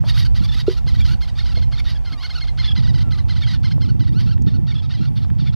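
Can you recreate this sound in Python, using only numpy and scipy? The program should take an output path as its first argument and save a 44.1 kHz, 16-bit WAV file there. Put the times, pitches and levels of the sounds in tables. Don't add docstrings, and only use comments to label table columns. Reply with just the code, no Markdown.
import sys
import numpy as np
from scipy import signal
from scipy.fft import rfft, irfft
from scipy.io import wavfile
from scipy.ndimage import uniform_filter1d

SR = 44100
rng = np.random.default_rng(int(sys.argv[2]) if len(sys.argv) > 2 else 0)


def waveform_to_disk(signal):
    frames = np.transpose(np.atleast_2d(signal))
    scaled = np.clip(frames, -1, 1) * 32767
    samples = np.round(scaled).astype(np.int16)
    wavfile.write(sys.argv[1], SR, samples)


N = 244755
TIME_S, BIN_HZ = np.arange(N) / SR, np.fft.rfftfreq(N, 1 / SR)
BAND_EDGE_HZ = 14600


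def gain_of(db):
    return 10 ** (np.asarray(db) / 20)


def unit_rms(x):
    return x / np.sqrt(np.mean(abs(x) ** 2) + 1e-20)


def spectrum_at(points, hz):
    point_hz, db = np.transpose(points)
    return np.interp(np.log(hz + 1), np.log(point_hz), db)


def contour(points):
    return np.interp(TIME_S, *np.transpose(points))


def add(mix, start_s, sound):
    part = mix[max(round(start_s * SR), 0):][:len(sound)]
    part += sound[:len(part)]


def noise(spectrum):
    colour = gain_of(spectrum_at(spectrum, BIN_HZ)) / (1 + (BIN_HZ / spectrum[-1][0]) ** 2) ** 2
    return unit_rms(irfft(rfft(rng.standard_normal(N)) * colour, N))


def wobble(rate_hz):
    low_pass = np.exp(-(BIN_HZ / rate_hz) ** 2 / 2)
    return unit_rms(irfft(rfft(rng.standard_normal(N)) * low_pass, N))


def arch(start_s, end_s, first_hz, middle_hz, last_hz, fade_s):
    end_s = max(end_s, start_s + .004)
    at = np.arange(max(int((start_s - fade_s / 2) * SR), 0), min(int((end_s + fade_s / 2) * SR), N))
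    u = np.linspace(0, 1, len(at))
    hz = 2 * (u - .5) * ((u - 1) * first_hz + u * last_hz) + 4 * u * (1 - u) * middle_hz
    from_edge_s = np.minimum(u, 1 - u) * len(at) / SR
    return at, hz, np.sin(np.pi / 2 * np.minimum(from_edge_s / fade_s, 1))


# frequency_hz, gain_db
FIZZ_SPECTRUM = [(5000, -34), (8500, -7), (12200, 7), (14000, -12)]

def tern_voice(notes, throat, pressure_power, swell, jitter, shimmer, fizz_db, fade_s):
    out, waver, shake = np.zeros(N), wobble(380), wobble(830)
    breath, fizz = noise(throat), noise(FIZZ_SPECTRUM)
    flicker = unit_rms(wobble(103) + 1j * wobble(153))
    for start_s, end_s, pitches_hz, level_db, rough, subharmonic_db, second_db in notes:
        at, hz, edges = arch(start_s, end_s, *pitches_hz, fade_s)
        blur, breath_share = rough ** 2, .6 * rough ** 2
        phase = 2 * np.pi * np.cumsum(hz * (1 + (.0042 + jitter * rough) * waver[at])) / SR
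        tone = np.zeros(len(at))
        for k in np.arange(1, 25) / 2:
            db = spectrum_at(throat, k * hz) + subharmonic_db * (k % 1 > 0) + second_db * (k == 2)
            unsteady = np.sqrt(1 - blur) + np.sqrt(blur) * flicker[(at + rng.integers(N)) % N]
            partial = (unsteady * np.exp(1j * (k * phase + k * k))).real
            tone += gain_of(db) * (k * hz < BAND_EDGE_HZ) * partial
        tone *= 1 + 1.17 * rough * np.cos(.38 * phase)
        voice = np.sqrt(1 - breath_share) * unit_rms(tone) + np.sqrt(breath_share) * breath[at]
        voice += gain_of(fizz_db) * rough ** 2 * fizz[at]
        pressure = (hz / hz.max()) ** pressure_power * (1 + swell * np.hanning(len(at))) * edges
        tremor = 1 + np.tanh(shimmer * rough * shake[at])
        out[at] += gain_of(level_db) * unit_rms(voice * pressure * tremor)
    return out


# start_s, length_s, pitch_hz, level_db, roughness, subharmonic_db, closing_slide_s
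SQUEAKS = [(0.085, .027, 1900, -29.5, 0.47, 5.5, .028), (.174, 0.046, 1976, -31.5, 0.71, 4.5, 0.0025),
           (0.217, 0.023, 1930, -35.5, 0.46, 1, 0.0024), (0.361, 0.025, 1997, -36, 0.4, -1, .036),
           (0.488, 0.02, 1784, -36.5, 0.17, -15, 0), (0.52, 0.023, 1776, -36, 0.34, -2, 0.00098),
           (0.538, 0.02, 1970, -34, 0.44, -1, 0.00061), (.592, 0.03, 1947, -33, 0.44, -0.5, 0),
           (0.7, 0.041, 2006, -37, 0.53, 3, 0.03), (0.879, 0.023, 2059, -35.5, 0.22, -1, .036),
           (0.95, 0.018, 1953, -38, 0.4, -18, 0.00078), (0.997, 0.011, 1840, -38.5, 0.4, -15, 0),
           (1.005, 0.015, 2364, -38.5, 0.4, -17, 0.0013), (1.013, 0.025, 1685, -41, .17, -11, 0.0012),
           (1.053, 0.027, 2040, -36, 0.41, 2, 0.0012), (1.222, 0.027, 2120, -39, 0.14, -1, 0.015),
           (1.287, 0.018, 1986, -40, 0.24, 0, 0.00033), (1.386, .017, 1857, -33.5, .3, -4, 0),
           (1.4, 0.016, 2130, -37.5, 0.34, -12, 0.033), (1.46, 0.021, 2038, -39.5, 0.4, 4, 0.0088),
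           (1.493, .02, 1970, -39.5, 0.07, 2, 0), (1.56, 0.03, 2150, -38, 0.28, -8, 0.017),
           (1.628, .018, 2087, -41, .18, -3, 0), (1.73, 0.024, 2144, -40, 0.14, -6, .02),
           (1.78, 0.011, 1830, -36.5, .24, -6, 0), (1.79, 0.019, 2270, -36, 0.56, -9, 0),
           (1.855, 0.037, 1884, -39, 0.54, -12, 0), (1.883, 0.039, 1977, -36, .55, 0, .025),
           (2.061, 0.037, 2090, -43, 0.17, 0, 0.016), (2.129, 0.018, 2164, -39.5, 0.15, -5, 0.00035),
           (2.235, 0.031, 2160, -36.5, 0.1, -9, 0.019), (2.305, 0.02, 2123, -37, 0, -4, 0),
           (2.414, 0.028, 2146, -35.5, 0.03, -12, 0.02), (2.483, 0.02, 2102, -38.5, 0.17, -12, 0.0023),
           (2.589, 0.032, 2108, -32, 0.16, -5.5, 0.026), (2.637, 0.021, 1760, -32, 0.27, -3, 0),
           (2.647, 0.033, 2077, -34, 0.52, -6, 0), (2.676, 0.028, 1712, -29, 0.14, -22, 0.00014),
           (2.711, 0.016, 1687, -31, 0.16, -15, 0), (2.765, 0.031, 2021, -31.5, 0.2, -3.5, .02),
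           (2.835, 0.025, 1950, -39, 0.14, 1, .01), (2.877, 0.032, 1985, -37, 0.1, -1, 0.0016),
           (2.948, 0.026, 2007, -39, .1, 1, 0.0021), (2.983, 0.016, 1978, -37.5, .4, -5, 0.0004),
           (3.008, 0.024, 2013, -40.5, 0.55, -5, 0), (3.122, .026, 2054, -37, 0, -12, 0.021),
           (3.188, 0.018, 2036, -39, 0.05, -8, 0.0004), (3.298, 0.026, 2052, -34.5, 0.17, -6.5, 0.032),
           (3.367, 0.016, 2016, -36.5, 0.16, -4, .022), (3.419, 0.0167, 1825, -35, 0.24, -17, 0),
           (3.43, .013, 2272, -37.5, 0.32, -22, 0.0017), (3.438, 0.02, 1635, -38, 0.16, -14, 0.00096),
           (3.475, 0.024, 2014, -33, 0.2, -4.5, 0.00064), (3.495, 0.04, 1973, -35, .4, -3, 0),
           (3.541, 0.027, 1843, -43, 0.5, -7, 0.00029), (3.646, 0.027, 2094, -36, 0.22, 0.5, 0.028),
           (3.716, 0.014, 2108, -39, 0.28, 2, 0.0018), (3.821, .029, 2090, -42, 0.06, 2, .034),
           (4.008, 0.031, 2010, -42.5, 0.04, -2, .024), (4.079, 0.017, 1930, -44.5, 0.3, -3, 0),
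           (4.2, 0.022, 1990, -40, 0.65, 7, .032), (4.478, 0.02, 1840, -42.5, 0.36, -22, .031),
           (4.68, 0.021, 1865, -42, .2, 0, 0.0016), (4.704, 0.014, 1834, -39.5, .3, -21, 0),
           (4.715, .016, 2260, -44, 0.35, -14, 0.003), (4.752, 0.025, 1716, -39.5, 0.16, -9, 0.0025),
           (4.783, 0.024, 1718, -41, 0.17, -6, 0.00096), (4.907, 0.025, 1838, -40, 0.51, 3, 0.0011),
           (4.94, .025, 2023, -40, 0.15, -1, 0.00063), (4.973, .037, 1644, -47.5, 0.54, 11, 0),
           (5.169, 0.013, 1826, -42.5, 0.65, 0, 0.04), (5.397, 0.02, 1830, -42.5, 0.41, 4, 0.05),
           (5.463, 0.043, 1760, -44.5, 0.31, -21, 0), (5.466, 0.019, 2313, -44, 0.53, -31, 0.00035)]
# frequency_hz, gain_db
SECOND_HARMONIC = [(3400, 17), (3700, 5), (4000, 4), (4300, 1), (4600, -12)]

def squeaks():
    notes = []
    for start_s, length_s, hz, db, rough, subharmonic_db, _ in SQUEAKS:
        second_db = spectrum_at(SECOND_HARMONIC, 2 * hz)
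        pitches_hz = (.97 * hz, hz, .9 * hz)
        notes.append((start_s, start_s + length_s, pitches_hz, db, rough, subharmonic_db, second_db))
    return notes


def slides(full_rise_s=.016, overlap_s=.003, rise_db=-42.5, fall_db=-47):
    rise_ratios, fall_ratios = np.array([.39, .66, .819]), np.array([.71, .535, .46])
    _, _, mean_hz, mean_db, *_ = np.mean(SQUEAKS, axis=0)
    notes, free_from_s = [], 0
    for start_s, length_s, hz, db, squeak_rough, _, fall_s in SQUEAKS:
        end_s = start_s + length_s
        rise_s = min(full_rise_s, start_s - free_from_s)
        effort_db = .55 * (db - mean_db) + .012 * (hz - mean_hz)
        rough = .19 + .46 * squeak_rough
        if rise_s > overlap_s:
            ratios = rise_ratios[-1] + (rise_ratios - rise_ratios[-1]) * rise_s / full_rise_s
            notes.append((start_s - rise_s, start_s + overlap_s, hz * ratios, rise_db + effort_db, rough))
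        if fall_s > overlap_s:
            notes.append((end_s - overlap_s, end_s + fall_s, hz * fall_ratios, fall_db + effort_db, rough))
        free_from_s = max(free_from_s, end_s)
    return notes


# start_s, length_s, top_pitch_hz, level_db, roughness
CHUCKS = [(0.045, 0.045, 1178, -46.5, 0.54), (0.137, 0.036, 1272, -38, 0.44),
          (0.245, 0.028, 1556, -37, 0.44), (0.416, .02, 1400, -42, 0.33), (0.435, 0.029, 1192, -37, 0.4),
          (0.559, 0.028, 1314, -38, 0.4), (0.666, 0.026, 1413, -39.5, 0.3), (0.766, 0.029, 1415, -42, 0.47),
          (0.975, .025, 1160, -47.5, 0.3), (1.076, 0.029, 1410, -37.5, 0.5), (1.1, 0.038, 1476, -39.5, 0.6),
          (1.13, 0.017, 1534, -40, 0.3), (1.353, 0.024, 1220, -48.5, 0.25),
          (1.511, 0.026, 1398, -43.5, 0.54), (1.945, .033, 1710, -45.5, 0.3),
          (2.327, 0.022, 1320, -41, 0.28), (2.348, 0.028, 1497, -35.5, 0.16), (2.377, .015, 1404, -35, 0.1),
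          (3.532, 0.021, 1520, -38, 0.5), (3.884, 0.027, 1493, -43.5, 0.24),
          (4.257, 0.035, 1344, -45.5, 0.54), (4.288, 0.016, 1490, -45.5, 0.1),
          (4.306, .02, 1583, -44, 0.24), (4.324, .018, 1390, -45, 0.15), (4.531, .04, 1470, -48.5, 0.37),
          (4.821, 0.043, 1302, -47, 0.4), (5.008, 0.018, 1398, -45.5, 0.2), (5.025, .018, 1432, -45.5, 0.6),
          (5.041, 0.028, 1422, -44.5, 0.65), (5.072, 0.017, 1210, -51.5, .05),
          (5.217, 0.036, 1352, -47.5, 0.54), (5.525, 0.025, 1392, -46.5, 0.5)]

def chucks():
    return [(start_s, start_s + length_s, (.82 * hz, hz, .81 * hz), db, rough)
            for start_s, length_s, hz, db, rough in CHUCKS]


# start_s, length_s, first_hz, middle_hz, last_hz, bend_share, level_db, roughness
RISING_CALLS = [(2.178, .087, 940, 1209, 1503, 0.194, -37, 0.1),
                (4.122, 0.075, 883, 1396, 1630, 0.68, -44, .1)]

def rising_calls(soft_db=-6):
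    notes = []
    for start_s, length_s, first_hz, middle_hz, last_hz, bend, db, rough in RISING_CALLS:
        turn_s = start_s + .55 * length_s
        early_hz = (first_hz, first_hz + bend * (middle_hz - first_hz), middle_hz)
        late_hz = (middle_hz, last_hz - bend * (last_hz - middle_hz), last_hz)
        notes.append((start_s, turn_s, early_hz, db + soft_db, rough))
        notes.append((turn_s, start_s + length_s, late_hz, db, rough))
    return notes


# frequency_hz, gain_db
LOW_THROAT = [(600, -20.5), (1450, 0.5), (2600, -5.5), (3300, 4.5), (4500, 5), (5800, -12), (6700, -25),
              (9000, -36.5), (11500, -31), (14000, -41)]
HIGH_THROAT = [(800, -18.5), (2100, -2.5), (2700, -11.5), (3500, 0.5), (4300, 1.5), (5200, -5.5),
               (6700, -29), (9000, -39.5), (11500, -39), (14000, -58)]
# time_s, gain_db
BEAK_TREBLE = [(.2, 8.5), (1.1, 8.5), (1.901, 3), (2.3, 5), (2.65, -1), (3, 5), (5, 0)]

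def tern_chatter(treble_hz=6500):
    low_notes = [(*note, -100, 0) for note in slides() + chucks() + rising_calls()]
    birds = tern_voice(low_notes, LOW_THROAT, pressure_power=3.03, swell=.34,
                       jitter=.025, shimmer=.15, fizz_db=-23.5, fade_s=.0027)
    birds += tern_voice(squeaks(), HIGH_THROAT, pressure_power=5.5, swell=.8,
                        jitter=.024, shimmer=.23, fizz_db=-23, fade_s=.002482)
    high_pass = (1 + np.tanh((BIN_HZ - treble_hz) / 900)) / 2
    treble = irfft(rfft(birds) * high_pass, N)
    return birds + treble * (gain_of(contour(BEAK_TREBLE)) - 1)


def water_scatter(sound, t60_s=.1, delay_s=.00052):
    t = np.arange(SR // 4) / SR
    tail = rng.standard_normal((2, len(t))) * gain_of(-60 * t / t60_s) * (t > delay_s)
    return signal.fftconvolve(sound[None], tail / np.linalg.norm(tail[0]), axes=1)[:, :N]


# time_s, gain_db
GUSTS = [(0.0, -15), (0.29, -12), (0.73, -19.5), (1.02, -10.6), (1.31, -22), (1.43, -16.5), (1.68, -14),
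         (1.74, -18.5), (1.9, -17), (2.24, -25.7), (2.43, -19.5), (2.9, -12.5), (3.14, -16.2), (3.74, -15),
         (4.34, -14.5), (4.44, -13.5), (4.81, -19), (5.55, -15.5)]
DEEP_SHARE = [(0, 1), (2.3, 12), (3.2, -3.5), (4.3, -13)]
FLUTTER_SHARE = [(0, -40), (1.06, -21.5), (2.47, -29.5), (2.85, -16.5), (3.37, -20), (3.86, -10),
                 (4.35, -10.5), (4.8, -16), (5.5, -14.5)]
# frequency_hz, gain_db
DEEP_SPECTRUM = [(12, -33), (55, 12), (200, -12)]
RUMBLE_SPECTRUM = [(30, -28), (65, -2.5), (135, 1), (170, -13.5), (230, -21), (700, -56)]
FLUTTER_SPECTRUM = [(100, -12.5), (165, 1.5), (230, -8), (400, -21.5), (900, -58)]
# centre_s, level_db
BUFFETS = [(.42, -16), (1.14, -23.5), (2.79, -20), (2.93, -27), (3.07, -25), (3.779, -23), (4.01, -18),
           (4.169, -23), (4.478, -11.5), (4.59, -17.5), (5.012, -12.5), (5.11, -27.5), (5.48, -42)]

def wind(rumble_db=2, flutter_db=4.5, buffet_half_s=.015, force_limit=.75):
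    gust_db = contour(GUSTS)
    rumble_gain = gain_of(gust_db + rumble_db)
    lumps = unit_rms(gain_of(3 * wobble(34)))
    flutter_gain = gain_of(gust_db + contour(FLUTTER_SHARE) + flutter_db) * lumps
    for centre_s, db in BUFFETS:
        flutter_gain += gain_of(db) * np.exp(-((TIME_S - centre_s) / buffet_half_s) ** 2)
    eddies = noise(RUMBLE_SPECTRUM) + noise(DEEP_SPECTRUM) * gain_of(contour(DEEP_SHARE)) / np.sqrt(2)
    eddies /= np.sqrt(uniform_filter1d(eddies ** 2, size=4000) + .023)
    push = rumble_gain * eddies + flutter_gain * noise(FLUTTER_SPECTRUM)
    force = uniform_filter1d(uniform_filter1d(abs(signal.hilbert(push)), size=300), size=300)
    push /= (1 + (force / force_limit) ** 6) ** (1 / 6)
    in_phase = gain_of(-26) * rumble_gain * noise(RUMBLE_SPECTRUM)
    return np.array([-gain_of(-3) * push, push]) + in_phase


# frequency_hz, level_db, t60_s, rise_s
BUBBLE_MODES = [(411, 8.5, 0.03, 0.0074), (377.5, -8, 0.089, 0.0054), (485, -20.5, 0.1, 0.009)]

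def plop(start_s=.6805):
    out, t = np.zeros(N), np.arange(SR // 4) / SR
    for hz, db, t60_s, rise_s in BUBBLE_MODES:
        envelope = gain_of(db - 60 * t / t60_s) * (1 - np.exp(-t / rise_s))
        add(out, start_s, -envelope * np.sin(2 * np.pi * hz * t))
    return out


# start_s, level_db, centre_hz, width_octaves, t60_s
KNOCKS = [(.038, -38, 610, 0.78, 0.17), (.552, -36.5, 240, 0.56, 0.076), (.868, -35.5, 330, 0.73, 0.048),
          (.92, -52, 5500, .7, 0.0067), (1.569, -38, 464, 0.53, 0.11), (1.722, -33, 772, .68, 0.025),
          (2.12, -34.5, 252, 0.24, 0.13), (2.779, -39, 300, 0.53, .05), (2.93, -38.5, 302, 0.67, 0.042),
          (3.079, -38.5, 377, 0.56, 0.044), (3.78, -34.5, 448, 0.66, 0.019),
          (4.379, -43.5, 1600, 0.87, 0.014), (4.422, -36.5, 6000, 0.32, .005),
          (4.627, -62, 1392, 0.74, 0.013), (5.246, -36, 950, 0.62, .014), (5.283, -48, 2507, 1, .008),
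          (5.301, -37, 1600, 0.84, 0.015)]

def knocks(rise_s=.00018):
    out, t = np.zeros(N), np.arange(SR // 5) / SR
    hz = np.fft.rfftfreq(len(t), 1 / SR) + 1
    for start_s, db, centre_hz, octaves, t60_s in KNOCKS:
        band = np.exp(-(np.log2(hz / centre_hz) / octaves) ** 2 / 2)
        burst = unit_rms(irfft(rfft(rng.standard_normal(len(t))) * band, len(t)))
        envelope = gain_of(db - 60 * t / t60_s) * (1 - np.exp(-t / rise_s))
        add(out, start_s, burst * envelope)
    return out


# frequency_hz, gain_db
SEA_SPECTRUM = [(300, 1), (530, -1), (780, 6), (1300, -8), (2500, -9), (3400, -12.5), (7000, -17.5),
                (14000, -20)]
# time_s, gain_db
SEA_SWELL = [(1.4, 1), (2.8, 2), (4.2, -2.5)]

def sea(level_db=-50.5, correlation=.28):
    shared = noise(SEA_SPECTRUM)
    separate = np.array([noise(SEA_SPECTRUM), noise(SEA_SPECTRUM)])
    wash = np.sqrt(correlation) * shared + np.sqrt(1 - correlation) * separate
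    return gain_of(level_db + contour(SEA_SWELL)) * wash


# start_s, end_s, first_hz, middle_hz, last_hz, level_db
FAR_WHISTLES = [(2.06, 2.245, 1490, 1229, 983, -51), (3.026, 3.211, 1460, 1290, 1093, -55)]

def far_whistles(overtone_db=-12):
    out = np.zeros(N)
    for *glide, level_db in FAR_WHISTLES:
        at, hz, edges = arch(*glide, fade_s=.03)
        phase = 2 * np.pi * np.cumsum(hz) / SR
        tone = np.sin(phase) + gain_of(overtone_db) * np.sin(2 * phase)
        out[at] += gain_of(level_db) * edges * unit_rms(tone)
    return out


def whine(start_s=.07, length_s=.2, pitch_hz=11220, level_db=-74, wander_rad=.7):
    gate = (TIME_S - start_s) % 1 < length_s
    tone = np.sin(2 * np.pi * pitch_hz * TIME_S + wander_rad * wobble(55))
    return gain_of(level_db) * gate * unit_rms(tone)


def scene():
    birds = tern_chatter()
    calls = birds * gain_of([[-.9], [.9]]) + gain_of(-9) * water_scatter(birds)
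    return calls + wind() + sea() + plop() + knocks() + far_whistles() + whine()


# centre_hz, width_hz, gain_db
MICROPHONE_DIP = [(3942, 210, -12)]

def record(dry):
    response_db = sum(db * np.exp(-(2 * (BIN_HZ - centre_hz) / width_hz) ** 2)
                      for centre_hz, width_hz, db in MICROPHONE_DIP)
    faded = dry * signal.windows.tukey(N, .002)
    heard = irfft(rfft(faded) * gain_of(response_db), N)
    low_pass = signal.firwin(511, BAND_EDGE_HZ, window=("kaiser", 9), fs=SR)
    return signal.oaconvolve(heard, low_pass[None], "same")


dry = scene()
out = record(dry)
waveform_to_disk(out)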